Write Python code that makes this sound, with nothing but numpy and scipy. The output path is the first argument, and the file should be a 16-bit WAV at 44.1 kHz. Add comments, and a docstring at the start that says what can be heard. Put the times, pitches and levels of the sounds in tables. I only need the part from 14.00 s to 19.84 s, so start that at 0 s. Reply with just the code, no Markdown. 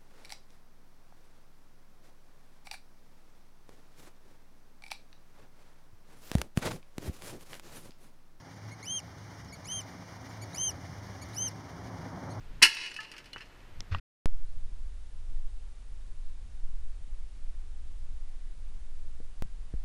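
"""A small camera outdoors by a turning windmill, its microphone open to the wind.
The sound switches on with a pop; then eddies buffet the microphone with a deep rumble and short puffs
over a faint, even hiss. Two far chirps come in the first half, a few far squeaks later. Fingers bump
softly on the camera body now and then, most clearly near the end, around one sharp click."""
import sys
import numpy as np
from scipy import signal
from scipy.fft import rfft, irfft, next_fast_len
from scipy.io import wavfile
from scipy.ndimage import uniform_filter1d

SR = 44100
rng = np.random.default_rng(int(sys.argv[2]) if len(sys.argv) > 2 else 0)


def persist_wave(psi):
    """Save psi, clipped to +-1, as 16-bit WAV."""
    counts = np.round(np.clip(psi, -1, 1) * 32767).astype(np.int16)
    wavfile.write(sys.argv[1], SR, np.atleast_2d(counts).T)


N = 257544
TIME = np.arange(N) / SR
SWITCH_ON_S = 0.2583

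# spectrum of the eddies at the microphone port: [f/Hz, relative level/dB]
EDDY_SPECTRUM = [(3, -3), (8, -0.5), (13, 8), (19, -2), (30, -11.5), (45, -15.5), (60, -23), (80, -28.5),
                 (110, -41), (160, -48), (250, -58), (600, -100), (12000, -140)]


def wind(throb_top_hz=27.85, rumble_split_hz=62.2, rumble_top_hz=121.3, gust_s=0.097, build_up_s=0.017):
    """Wind right on the microphone: large eddies throb, middling ones rumble, small ones flutter."""
    # breeze strength, heard as the low rumble: [t/s, level/dB]
    breeze_levels = [(0.38, -49), (0.5, -50), (0.65, -48.5), (0.83, -37), (0.97, -42), (1.1, -47),
                     (1.3, -47), (1.6, -43), (1.8, -45), (1.96, -43), (2.27, -50.5), (2.5, -39.5),
                     (2.65, -55.5), (2.8, -42.5), (3.17, -45), (3.52, -45), (4.13, -43.5), (4.33, -47.5),
                     (4.7, -43), (4.9, -48), (5.3, -50.5), (5.5, -41), (5.8, -43)]
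    # the deepest throb: [t/s, level/dB]
    throb_levels = [(0.35, -30), (0.7, -29.5), (1.1, -39.5), (1.33, -25.5), (1.46, -27), (1.7, -40.5),
                    (2.05, -36), (2.28, -28.5), (2.48, -44.5), (2.64, -25.5), (2.88, -27.5), (3.0, -39),
                    (3.15, -28), (3.35, -41), (3.49, -26.5), (3.62, -35.5), (4.1, -30.5), (4.5, -34),
                    (5.1, -29), (5.62, -38), (5.78, -30.5)]
    # the upper rumble: [t/s, level/dB]
    upper_levels = [(0.4, -56), (0.65, -52.5), (0.9, -63), (1.17, -55.5), (1.4, -54), (1.52, -59),
                    (1.8, -63.5), (1.95, -58), (2.17, -56), (2.33, -57), (2.5, -56), (2.6, -56),
                    (2.76, -57), (2.9, -60), (3.02, -53), (3.22, -63), (3.41, -67), (3.61, -54),
                    (3.77, -64.5), (3.87, -57), (4.12, -55), (4.3, -61), (4.72, -59.5), (4.92, -59),
                    (5.15, -54.5), (5.6, -61), (5.8, -63)]
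    breeze_db = in_time(breeze_levels)
    large = evened(cut(noise(EDDY_SPECTRUM), throb_top_hz, "low", order=4), gust_s)
    small = evened(cut(noise(EDDY_SPECTRUM), rumble_top_hz, "high", order=4), gust_s)
    throb = large * from_db(in_time(throb_levels))
    low = eddies(throb_top_hz, rumble_split_hz) * from_db(breeze_db)
    upper = eddies(rumble_split_hz, rumble_top_hz) * from_db(in_time(upper_levels))
    rumble = (low + upper) * from_db(-0.4 * drift(rate_hz=17))
    # the flutter follows a third of the breeze's swing and flickers by itself
    swing_db = breeze_db - breeze_db.mean()
    flutter = small * from_db(-69 + 0.33 * swing_db + 2 * drift(rate_hz=5.4))
    # the bass builds up just after the microphone comes alive
    build_up = np.clip((TIME - SWITCH_ON_S) / build_up_s, 0, 1)
    return (throb + rumble + flutter) * build_up


def eddies(low_hz, high_hz):
    """Buffeting by eddies of one range of sizes, held near rms 1."""
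    buffeting = cut(noise(EDDY_SPECTRUM), low_hz, "high", order=8)
    return evened(cut(buffeting, high_hz, "low", order=6), span_s=0.12)


def puffs(lowest_hz=80):
    """Single eddies hit the microphone port squarely: each is a short, dull swell of air."""
    # puffs on the port: [t/s, level/dB, top f/Hz]
    hits = [(.58, -55.5, 124), (.82, -59, 85), (1.16, -59.5, 99), (1.315, -58.5, 184), (2.14, -61, 101),
            (2.455, -66, 220), (2.675, -62, 169), (3.02, -64, 113), (4.12, -67, 220), (4.76, -53.5, 109)]
    out = np.zeros(N)
    for at_s, level_db, top_hz in hits:
        swell = swell_at(at_s, length_s=0.055)
        turbulence = cut(rng.standard_normal(N), lowest_hz, "high")
        air = swell * cut(turbulence, top_hz, "low", order=4)
        out += from_db(level_db) * air * np.sqrt(np.sum(swell ** 2) / np.sum(air ** 2))
    return out


def clicks():
    """Sudden steps in the signal: the opening pop and a later, brighter click of opposite sign."""
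    pop = band_limit(sharp_step(SWITCH_ON_S, level_db=-17, settle_s=0.18), hz=11400)
    return pop - sharp_step(at_s=5.4233, level_db=-23, settle_s=0.038)


def sharp_step(at_s, level_db, settle_s):
    """A sudden offset that dies away: heard as one sharp click."""
    return from_db(level_db) * (TIME >= at_s) * np.exp(-np.maximum(TIME - at_s, 0) / settle_s)


def bumps(casing_db=-12.5):
    """Fingers push the camera close to the microphone: the hand damps its body, the hollow casing rings."""
    # finger touches: [t/s, push level/dB, softness cut-off f/Hz, lowest f/Hz, hollow ring offset/dB]
    touches = [(0.716, -44, 230, 141, -5), (3.075, -46, 255, 142, -3), (5.2023, -36, 600, 192, 2),
               (5.451, -35, 160, 70, -3), (5.7384, -29, 507, 36, -4.5)]
    # modes of the hand-held body: [f/Hz, gain/dB, t60/s]
    body_modes = [(54, 0.5, 0.1), (85, 3, 0.025), (151, -5, 0.034), (282, -7, 0.021), (390, -14, 0.014),
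                  (700, -11, 0.015), (1750, 4.5, 0.015)]
    out = np.zeros(N)
    for at_s, level_db, soft_hz, lowest_hz, hollow_db in touches:
        touch = from_db(level_db) * signal.unit_impulse(N, int(at_s * SR))
        push = cut(cut(touch, soft_hz, "low", order=3), lowest_hz, "high")
        out += sum(from_db(db) * ring(push, hz, t60) for hz, db, t60 in body_modes)
        # the casing rings more or less according to where the finger lands
        out += from_db(casing_db + hollow_db) * ring(push, hz=470, t60=0.043)
    return out


def squeaks():
    """Faint squeaks far off: each is a brief swell of narrow, wavering tone."""
    # far squeaks: [t/s, f/Hz, level/dB, length/s]
    tones = [(4.29, 2050, -79, 0.13), (4.45, 1980, -82, 0.14), (5.385, 1880, -76, .035),
             (5.49, 1585, -74, .044)]
    return sum(from_db(db) * swell_at(at_s, length_s) * evened(wavering(hz, width_hz=45), length_s)
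               for at_s, hz, db, length_s in tones)


def chirps(length_s=0.11):
    """Far off, perhaps a small bird: short, husky clusters of high partials, barely above the hiss."""
    # far chirps: [t/s, level/dB]
    calls = [(0.48, -80), (2.255, -79.5)]
    # partials of a chirp: [f/Hz, relative level/dB]
    partials = [(3620, -5), (3870, -2), (4140, 0.5), (4330, -5)]
    voice = sum(from_db(db) * evened(wavering(hz, width_hz=75), length_s) for hz, db in partials)
    return voice * sum(from_db(db) * swell_at(at_s, length_s) for at_s, db in calls)


def hiss(hiss_db=-64, ring_db=-87):
    """The noise floor: amplifier noise and distant air, with a faint ring and a trace of whine."""
    # spectrum of the even hiss: [f/Hz, relative level/dB]
    hiss_spectrum = [(40, 6), (250, -1), (400, -2), (700, -4.5), (1500, -7.5), (3000, -10), (6000, -13.5),
                     (9000, -14.5), (10100, -15), (10550, -20.5), (11000, -33), (11700, -30.5),
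                     (12500, -73), (16000, -54)]
    # thin whine of the electronics: [f/Hz, rms level/dB]
    whine_tones = [(7139, -93), (7850, -99)]
    air = noise(hiss_spectrum) * from_db(hiss_db)
    faint_ring = wavering(hz=3706, width_hz=86) * from_db(ring_db)
    whine = sum(np.sqrt(2) * from_db(db) * np.sin(2 * np.pi * (hz * TIME + rng.random()))
                for hz, db in whine_tones)
    return (air + faint_ring + whine) * (TIME >= SWITCH_ON_S)


def from_db(db):
    """Decibels to gain."""
    return 10 ** (np.asarray(db) / 20)


def rms_one(x):
    """Scale to unit rms."""
    return x / np.sqrt(np.mean(x ** 2) + 1e-20)


def evened(x, span_s):
    """Hold the slow level at rms 1, leaving the quick lumps."""
    size = max(int(span_s * SR), 1)
    power = uniform_filter1d(uniform_filter1d(x ** 2, size), size)
    return x / np.sqrt(np.maximum(power, 1e-12))


def in_time(rows):
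    """A curve through [t/s, value] rows, at every sample."""
    return np.interp(TIME, *np.transpose(rows))


def swell_at(at_s, length_s):
    """A smooth rise and fall of height 1."""
    return np.exp(-(2 * (TIME - at_s) / length_s) ** 2)


def cut(x, hz, kind, order=2):
    """Causal low-pass or high-pass."""
    return signal.sosfilt(signal.butter(order, hz, kind, fs=SR, output="sos"), x + 1e-18)


def band_limit(x, hz):
    """Steep, symmetric low-pass of a digital recorder."""
    return signal.sosfiltfilt(signal.butter(16, hz, fs=SR, output="sos"), x + 1e-18)


def noise(spectrum):
    """Steady noise coloured by [f/Hz, relative level/dB] rows; rms 1."""
    size = next_fast_len(N)
    hz, level_db = np.transpose(spectrum)
    grid_hz = np.maximum(np.fft.rfftfreq(size, 1 / SR), 1)
    gain = from_db(np.interp(np.log(grid_hz), np.log(hz), level_db))
    return rms_one(irfft(rfft(rng.standard_normal(size)) * gain, size)[:N])


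def drift(rate_hz):
    """Smooth random wander, up to about rate_hz; rms 1."""
    hz = np.fft.rfftfreq(N, 1 / SR)
    return rms_one(irfft(rfft(rng.standard_normal(N)) * np.exp(-(hz / rate_hz) ** 2), N))


def wavering(hz, width_hz):
    """A narrow, unsteady tone; rms 1."""
    phase = 2 * np.pi * hz * TIME
    return drift(width_hz) * np.sin(phase) + drift(width_hz) * np.cos(phase)


def ring(push, hz, t60):
    """A unit push sets a dying sine of height 1 ringing."""
    decay = np.exp(-np.log(1000) / (t60 * SR))
    step = 2 * np.pi * hz / SR
    return signal.lfilter([0, np.sin(step)], [1, -2 * decay * np.cos(step), decay ** 2], push + 1e-18)


def scene():
    """Near and far meet at one microphone in the open air."""
    return (wind() + puffs() + hiss() + bumps() + squeaks() + chirps() + clicks())[None, :]


def record(dry):
    """The camera's recorder cuts the top of the treble."""
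    return band_limit(dry, hz=16300)


dry = scene()
out = record(dry)
persist_wave(out)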